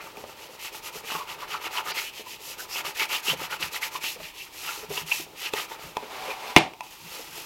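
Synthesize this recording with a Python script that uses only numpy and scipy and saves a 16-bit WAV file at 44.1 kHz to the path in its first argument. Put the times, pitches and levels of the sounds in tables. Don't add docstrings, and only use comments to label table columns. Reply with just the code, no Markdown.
import sys
import numpy as np
from scipy import signal
from scipy.fft import rfft, irfft
from scipy.io import wavfile
from scipy.ndimage import uniform_filter1d, map_coordinates

SR = 44100
rng = np.random.default_rng(int(sys.argv[2]) if len(sys.argv) > 2 else 0)


def transcribe(u):
    v = np.clip(np.atleast_2d(u).T, -1, 1)
    q = np.round(v * 32767).astype(np.int16)
    wavfile.write(sys.argv[1], SR, q)


N = 328545
TIME_S = np.arange(N) / SR
STROKES_END_S = 5.95

# start_s, hardest_s, hiss_db, rasp_db
STROKES = [(0, 0.001, -50, -44.5), (.139, 0.21, -51, -54), (0.25, 0.291, -51, -50.5),
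           (0.352, 0.434, -48.5, -44), (0.491, 0.538, -50.5, -51), (0.579, 0.651, -40.5, -35),
           (0.712, 0.748, -42.5, -42.5), (0.815, .877, -40, -37.5), (0.912, .965, -42, -43),
           (1.024, 1.113, -40, -34), (1.258, 1.307, -44.5, -36.5), (1.371, 1.43, -48, -40),
           (1.467, 1.532, -43.5, -31), (1.596, 1.665, -42, -32), (1.695, 1.774, -39.5, -31),
           (1.831, 1.925, -38, -29.5), (1.927, 1.978, -36.5, -29.5), (2.116, 2.194, -44.5, -38.5),
           (2.241, 2.319, -43.5, -38.5), (2.383, 2.515, -40, -40.5), (2.569, 2.593, -38.5, -43),
           (2.673, 2.8, -36, -33), (2.831, 2.862, -38, -31.5), (2.935, 3.024, -35, -25),
           (3.076, 3.138, -34, -26), (3.219, 3.299, -31.5, -25.5), (3.358, 3.444, -40, -33.5),
           (3.487, 3.523, -40, -31), (3.585, 3.628, -37, -27.5), (3.705, 3.759, -37, -31.5),
           (3.802, 3.838, -34.5, -29.5), (3.901, 3.965, -41, -36), (3.998, 4.048, -35.5, -29),
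           (4.174, 4.248, -46, -38), (4.328, 4.397, -45, -41), (4.501, 4.687, -39, -36.5),
           (4.879, 4.984, -36.5, -33.5), (5.049, 5.13, -34.5, -32.5), (5.267, 5.3, -74, -72),
           (5.35, 5.465, -39.5, -31), (5.512, 5.584, -37, -30), (5.674, 5.72, -46, -40.5),
           (5.774, 5.828, -48, -45.5)]
# time_s, level_db
HOLLOWNESS = [(0, 1.5), (.5, -6), (.9, -2), (1.14, 1), (1.88, 7), (2.25, -17), (2.8, 4.5), (3.55, 2.5),
              (3.96, 0.5), (4.42, -21.5), (4.7, 1.5), (5.4, -7), (5.58, 3), (5.9, -2)]
# freq_hz, density_db
WEAVE_SPECTRUM = [(2500, -1), (3600, -3), (5500, 1), (7000, -0.5), (9400, -7.5), (11800, -0.5), (14000, -5),
                  (16000, -10)]
LEATHER_SPECTRUM = [(1400, -22.5), (1900, -5), (2250, -7), (2500, 0), (2780, -0.5), (3200, -4.5),
                    (3600, -8.5), (4500, -9.5), (7000, -23.5)]
HOLLOW_SPECTRUM = [(600, -34.5), (730, -2.5), (790, -10), (860, 2.5), (980, -0.5), (1090, -6.5),
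                   (1220, 2.5), (1380, -1), (1600, -7), (2300, -5)]
BODY_SPECTRUM = [(40, -30.5), (110, -7), (168, 0), (215, -9.5), (270, -9.5), (340, 5.5), (440, 5), (530, 5),
                 (650, 2.5), (950, -1)]
# start_s, level_db, pitch_hz
BUMPS = [(.173, -30, 420), (0.238, -31, 580), (.49, -35.5, 506), (.952, -30.5, 427), (1.035, -33, 466),
         (1.116, -45, 410), (1.876, -35, 440), (2.194, -29, 443), (3.014, -29.5, 406), (3.278, -26, 399),
         (3.33, -22, 533), (3.413, -29, 384), (3.6, -33, 330), (4.16, -30.5, 487), (4.199, -32, 637),
         (4.774, -35, 427), (4.83, -31, 427), (4.903, -21, 418), (5.196, -32.5, 350), (6.025, -27, 427),
         (6.28, -27, 520), (7.192, -30, 474)]
# start_s, level_db, pitch_hz, thud_db, click_db
TAPS = [(.17, -38, 920, -3, 11.5), (.239, -29.5, 760, 8.5, 1), (.507, -47, 920, 4, 6),
        (1.119, -19, 1074, -11, 7), (1.151, -16, 1120, -4, -3), (2.849, -27, 1150, -14, 5.5),
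        (4.04, -24, 950, -12, 9.5), (4.976, -25, 970, 1, 7.5), (5.119, -21, 970, -10, -5),
        (5.5361, -15, 917, 5.5, 7.5), (5.9686, -13, 950, -6, -1), (6.735, -34.5, 880, 3, 10),
        (6.807, -19.5, 972, -25, 1)]
# freq_hz, density_db
CLICK_SPECTRUM = [(200, -7), (900, 3.5), (1500, -7.5), (2600, 2.5), (4200, -14.5), (5400, -10), (9000, -21),
                  (16000, -24)]
# centre_s, level_db
ROCKS = [(.25, -55), (.97, -54), (1.16, -52), (3.33, -43), (3.414, -44), (3.53, -57), (3.64, -42.5),
         (4.22, -47), (4.91, -45), (5.03, -46), (5.21, -50), (5.868, -43), (7.05, -49), (7.32, -54)]
# freq_hz, density_db
RUMBLE_SPECTRUM = [(25, -8), (70, -4.5), (120, -3), (175, 12), (230, -12), (400, -29)]
# centre_s, length_s, pitch_hz, level_db
CHIRPS = [(1.167, 0.017, 1100, -34), (1.203, 0.032, 1080, -34.5), (1.432, .011, 1265, -34.5),
          (1.55, .014, 1300, -28), (1.785, 0.0086, 980, -30), (1.786, .01, 2760, -29.5),
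          (1.984, .02, 2165, -30), (2.074, 0.048, 2850, -41), (2.269, 0.017, 970, -42),
          (2.605, 0.018, 1486, -37), (2.735, 0.036, 5300, -37), (2.766, .03, 2724, -33),
          (3.019, 0.038, 2250, -27), (3.137, 0.043, 2830, -28.5), (3.283, 0.0037, 2895, -18),
          (3.301, 0.03, 2950, -22.5), (3.53, 0.021, 1450, -32), (3.764, 0.0051, 2100, -28),
          (3.83, .005, 2134, -24.5), (3.958, 0.0094, 1000, -28.5), (4.046, .0056, 2650, -27.5),
          (4.414, .015, 2630, -36.5), (4.682, 0.014, 2704, -32), (4.689, 0.015, 1303, -33.5),
          (4.978, 0.0084, 2800, -26), (5.121, 0.0079, 2600, -16), (6.31, 0.019, 2410, -33)]
# time_s, level_db
SLIDE_LEVEL = [(6.0, -46.5), (6.042, -43), (6.092, -45.5), (6.112, -39), (6.32, -34), (6.36, -42),
               (6.504, -34.5), (6.54, -42.5)]
# freq_hz, density_db
SLIDE_SPECTRUM = [(100, -19), (250, -11.5), (420, -2), (560, -0.5), (660, -2.5), (740, 4), (890, 3),
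                  (1200, -2), (1700, -7.5), (2400, -3), (3500, -8), (6000, -14.5), (9500, -22.5),
                  (12000, -18.5), (16000, -27)]
# start_s, level_db, tick_db
CONTACTS = [(6.5633, 1.5, -7), (6.566, -14, -22), (6.573, -7.5, -23), (6.5742, -5, -6), (6.584, -16, 7)]
# freq_hz, level_db, t60_s
THUMP_MODES = [(125, -22, 0.03), (213, -10.5, 0.035), (312, -11.5, 0.043), (755, 1, 0.01),
               (1010, 2, 0.0098), (2030, -4.5, 0.015), (2630, -8, 0.011), (55, -37, 0.047)]
RING_MODES = [(153, -8.5, 0.045), (248, -12.5, 0.033), (336, -13, 0.17), (487, -17.5, 0.084),
              (615, -23, 0.22), (717, -15.5, 0.14), (876, -18, 0.099), (883, -12.5, 0.087),
              (1080, -17, 0.046), (1920, -29, 0.064), (2150, -6, 0.062), (2284, -19, 0.084),
              (2410, -14.5, 0.11), (2870, -11, 0.071), (2720, -30, 0.13), (3330, -24, .11),
              (3460, -17.5, 0.073), (3780, -32, 0.11), (5040, -37.5, 0.097), (5460, -27, 0.11)]
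# freq_hz, density_db
CRACK_SPECTRUM = [(500, -22), (1400, 1), (2500, 11.5), (4000, -7.5), (6000, -4), (9000, -20), (11500, -24),
                  (16000, -31)]
CLATTER_SPECTRUM = [(60, -18), (170, -20), (330, 4.5), (900, 0.5), (1500, -5.5), (2500, -1), (4000, -8),
                    (6000, -16.5), (12000, -30)]
# time_s, level_db
HEEL_LEVEL = [(6.83, -49), (6.9, -54), (6.912, -47), (6.98, -53.5), (7.142, -40.5), (7.306, -47.5),
              (7.382, -39), (7.45, -44.5)]
# hiss_db, rasp_db, hollow_db, body_db
HEEL_VOICES_DB = [-1.5, -1.5, -8, -11]
# freq_hz, density_db
TAIL_SPECTRUM = [(60, 3.5), (300, -0.5), (800, 3.5), (1500, -8), (2600, -4.5), (5000, -9), (10000, -17),
                 (16000, -27)]
FLOOR_SPECTRUM = [(25, -4.5), (70, -6), (240, -11), (335, -1.5), (600, -23), (880, 1), (1600, -19),
                  (2600, -6.5), (4000, -11.5), (7000, -17.5), (9200, -21), (11800, -19.5), (16000, -19)]
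MIC_SPECTRUM = [(15, -24), (25, 1), (249, 1), (659, -4.5), (911, -15.5), (2990, -24), (4490, -19),
                (11600, -4), (16000, -9)]


def from_db(db):
    return 10 ** (np.asarray(db) / 20)


def unit_rms(x):
    return x / np.sqrt(np.mean(x ** 2) + 1e-20)


def coloured(x, spectrum):
    hz, db = np.transpose(spectrum)
    log_f = np.log(np.maximum(np.fft.rfftfreq(len(x), 1 / SR), 1))
    outside = np.maximum(np.log(hz[0]) - log_f, 0) + np.maximum(log_f - np.log(hz[-1]), 0)
    gain = from_db(np.interp(log_f, np.log(hz), db) - 135 * outside)
    return unit_rms(irfft(rfft(x) * gain, len(x)))


def noise(spectrum, samples=N):
    return coloured(rng.standard_normal(samples), spectrum)


def drift(rate_hz):
    knots = rng.standard_normal(N // 8)
    return unit_rms(np.interp(TIME_S * rate_hz, np.arange(len(knots)), knots))


def fade(t, t60_s):
    return np.exp(-np.log(1000) * t / t60_s)


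def ring(t, hz, t60_s):
    return np.sin(2 * np.pi * hz * t) * fade(t, t60_s)


def struck(t, modes):
    return sum((-1) ** k * from_db(db) * ring(t, hz, t60_s) for k, (hz, db, t60_s) in enumerate(modes))


def add(out, start_s, sound):
    at = round(start_s * SR)
    out[at:at + len(sound)] += sound[:N - at]


def curve_db(points):
    return np.interp(TIME_S, *np.transpose(points))


def friction(spectrum, snags_per_s, snag_db, judder_db):
    snags = (rng.random(N) < snags_per_s / SR) * rng.standard_normal(N)
    fibres = rng.standard_normal(N) + from_db(snag_db) * unit_rms(snags)
    return coloured(fibres * from_db(judder_db * drift(rate_hz=220)), spectrum)


def strokes(light_touch_db=-58.5, usual_rasp_db=-35, relax_share=0.77):
    gains, speed = np.zeros((4, N)), np.zeros(N)
    place_db = curve_db(HOLLOWNESS)
    ends_s = [stroke[0] for stroke in STROKES[1:]] + [STROKES_END_S]
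    for (start_s, hardest_s, hiss_db, rasp_db), end_s in zip(STROKES, ends_s):
        now = (TIME_S >= start_s) & (TIME_S < end_s)
        t = TIME_S[now]
        fastest_s = hardest_s + 0.374 * ((start_s + end_s) / 2 - hardest_s)
        speed[now] = np.sin(np.pi / 2 * np.interp(t, [start_s, fastest_s, end_s], [0, 1, 0]))
        pressure = np.interp(t, [start_s, hardest_s, end_s], [0, 1, 0]) ** 0.65
        relaxed_db = relax_share * (rasp_db - light_touch_db) * (pressure - 1)
        extra_db = rasp_db - usual_rasp_db
        turn_s = 0.009 + 0.027 * (end_s - start_s)
        stuck_db = -9 * np.exp(-(np.minimum(t - start_s, end_s - t) / turn_s) ** 4)
        hiss = from_db(hiss_db + stuck_db) * (0.14 + 0.86 * speed[now] ** 1.43)
        rasp = from_db(rasp_db + relaxed_db + 0.43 * stuck_db)
        hollow = from_db(-40.5 + place_db[now] + 0.49 * extra_db + 0.87 * relaxed_db)
        body = from_db(-48.5 + 0.5 * place_db[now] + 0.083 * extra_db + 0.45 * relaxed_db)
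        gains[:, now] = hiss, rasp, hollow, body
    return gains, speed


def buffing(gains, speed):
    hiss_gain, rasp_gain, hollow_gain, body_gain = gains
    pitch_ratio = 1 + 0.09 * (speed - 0.8) + 0.025 * drift(rate_hz=14)
    leather = friction(LEATHER_SPECTRUM, snags_per_s=500, snag_db=-7.5, judder_db=1.5)
    rasp = from_db(-1.7) * map_coordinates(leather, [np.cumsum(pitch_ratio)], order=3, mode="grid-wrap")
    hiss = friction(WEAVE_SPECTRUM, snags_per_s=1300, snag_db=-8, judder_db=1)
    hollow = friction(HOLLOW_SPECTRUM, snags_per_s=400, snag_db=-4.5, judder_db=3)
    body = friction(BODY_SPECTRUM, snags_per_s=100, snag_db=-3, judder_db=2.5)
    return hiss_gain * hiss + rasp_gain * rasp + hollow_gain * hollow + body_gain * body


def bumps(turn_lag_s=0.02, turn_db=-48, turn_hz=454, attack_s=0.004):
    out, t = np.zeros(N), TIME_S[:SR // 5]
    at_turns = [(stroke[0] + turn_lag_s, turn_db + 3 * force, turn_hz * 2 ** (0.22 * place))
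                for stroke, (force, place) in zip(STROKES, rng.standard_normal((len(STROKES), 2)))]
    for start_s, level_db, hz in BUMPS + at_turns:
        spectrum = [(hz / 3, -7), (hz, 0), (1.84 * hz, -3), (3 * hz, -16), (12 * hz, -27)]
        crumple = 0.4 * noise(spectrum, len(t)) * fade(t, t60_s=0.083)
        thud = 1.03 * ring(t, hz, t60_s=0.05)
        add(out, start_s, from_db(level_db + 1) * (thud + crumple) * (1 - np.exp(-t / attack_s)))
    return out


def taps(attack_s=0.0005):
    out, t = np.zeros(N), TIME_S[:SR // 5]
    for start_s, level_db, hz, thud_db, click_db in TAPS:
        click = from_db(click_db) * 0.6 * noise(CLICK_SPECTRUM, len(t)) * fade(t, t60_s=0.014)
        hollow = 0.59 * ring(t, hz, 0.037) - 0.14 * ring(t, 0.696 * hz, 0.029) + 0.15 * ring(t, 880, 0.15)
        thud = from_db(thud_db) * 0.42 * ring(t, hz=428, t60_s=0.027)
        add(out, start_s, from_db(level_db) * (hollow + thud + click) * (1 - np.exp(-t / attack_s)))
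    return out


def rocking(half_width_s=0.028):
    gain = sum(from_db(db) * np.exp(-((TIME_S - centre_s) / half_width_s) ** 2) for centre_s, db in ROCKS)
    return gain * noise(RUMBLE_SPECTRUM)


def faint_chirps(rasp_gain, per_s=9, length_s=0.02, low_hz=1200, high_hz=5470):
    rows = []
    for when, note in rng.random((round(per_s * N / SR), 2)):
        at = int(when * N)
        level_db = 20 * np.log10(rasp_gain[at] + 1e-9) - 5.5
        rows.append((TIME_S[at], length_s, low_hz * (high_hz / low_hz) ** note, level_db))
    return rows


def chirps(rasp_gain, width_share=0.124, rise_octaves_per_s=2.5, roughness=0.43):
    out, t = np.zeros(N), np.arange(-SR // 16, SR // 16) / SR
    for centre_s, length_s, hz, level_db in CHIRPS + faint_chirps(rasp_gain):
        low_pass = signal.butter(2, width_share * hz, fs=SR, output="sos")
        wander, flutter = unit_rms(signal.sosfilt(low_pass, rng.standard_normal((2, len(t)))))
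        pitch_hz = hz * (2 ** (rise_octaves_per_s * t) + 0.546 * width_share * wander)
        tone = np.sin(2 * np.pi * np.cumsum(pitch_hz) / SR) * (1 + roughness * flutter)
        swell = np.exp(-2 * (t / length_s) ** 2)
        tone /= np.sqrt(np.average(tone ** 2, weights=swell ** 2))
        add(out, max(centre_s + t[0], 0), from_db(level_db - 0.5) * tone * swell)
    return out


def slide():
    turning = (TIME_S > STROKES_END_S) & (TIME_S < CONTACTS[0][0])
    scuff = friction(SLIDE_SPECTRUM, snags_per_s=540, snag_db=-12, judder_db=0.5)
    return from_db(curve_db(SLIDE_LEVEL) - 0.1) * turning * scuff


def knock():
    out, t = np.zeros(N), TIME_S[:SR // 2]
    for start_s, level_db, tick_db in CONTACTS:
        crack = from_db(-2.5) * noise(CRACK_SPECTRUM, len(t)) * fade(t, t60_s=0.021)
        tick = from_db(tick_db) * rng.standard_normal(len(t)) * fade(t, t60_s=0.0024)
        add(out, start_s, from_db(level_db) * (struck(t, THUMP_MODES) + crack + tick))
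    clatter = from_db(-9.5) * noise(CLATTER_SPECTRUM, len(t)) * fade(t, t60_s=0.23)
    add(out, CONTACTS[0][0], from_db(2.5) * struck(t, RING_MODES) + clatter)
    return out


def heel_rub():
    on_heel = TIME_S > HEEL_LEVEL[0][0]
    gains = from_db(HEEL_VOICES_DB)[:, None] * from_db(curve_db(HEEL_LEVEL))
    return gains * on_heel, 0.7 * on_heel


def room(x, t60_s=0.26, level_db=-17, build_s=0.0017):
    t = TIME_S[:SR // 2]
    tail = noise(TAIL_SPECTRUM, len(t)) * fade(t, t60_s) * (1 - np.exp(-t / build_s))
    return from_db(level_db) * signal.fftconvolve(x, tail / np.sqrt(np.sum(tail ** 2)))[:N]


def gain_control(x, threshold_db=-6, depth_db=7, recovery_db_per_s=24, attack_s=0.011):
    over_db = np.clip(20 * np.log10(np.abs(x).max(axis=0) + 1e-9) - threshold_db, 0, depth_db)
    recovery_db = recovery_db_per_s * TIME_S
    held_db = np.maximum.accumulate(over_db + recovery_db) - recovery_db
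    pole = np.exp(-1 / (attack_s * SR))
    return x * from_db(-signal.lfilter([1 - pole], [1, -pole], held_db))


def scene():
    stroke_gains, stroke_speed = strokes()
    heel_gains, heel_speed = heel_rub()
    gains = uniform_filter1d(stroke_gains + heel_gains, size=220, axis=1)
    floor = from_db(-51) * noise(FLOOR_SPECTRUM)
    side = from_db(-68.5) * noise(MIC_SPECTRUM)
    shoe = buffing(gains, stroke_speed + heel_speed)
    shoe += bumps() + rocking() + slide() + taps() + knock() + chirps(rasp_gain=gains[1])
    mid = shoe + room(shoe) + floor
    return np.array([mid + side, mid - side])


def record(dry):
    clipped = np.clip(gain_control(dry), -1, 1)
    return signal.sosfilt(signal.ellip(10, 0.1, 70, 16000, fs=SR, output="sos"), clipped)


dry = scene()
out = record(dry)
transcribe(out)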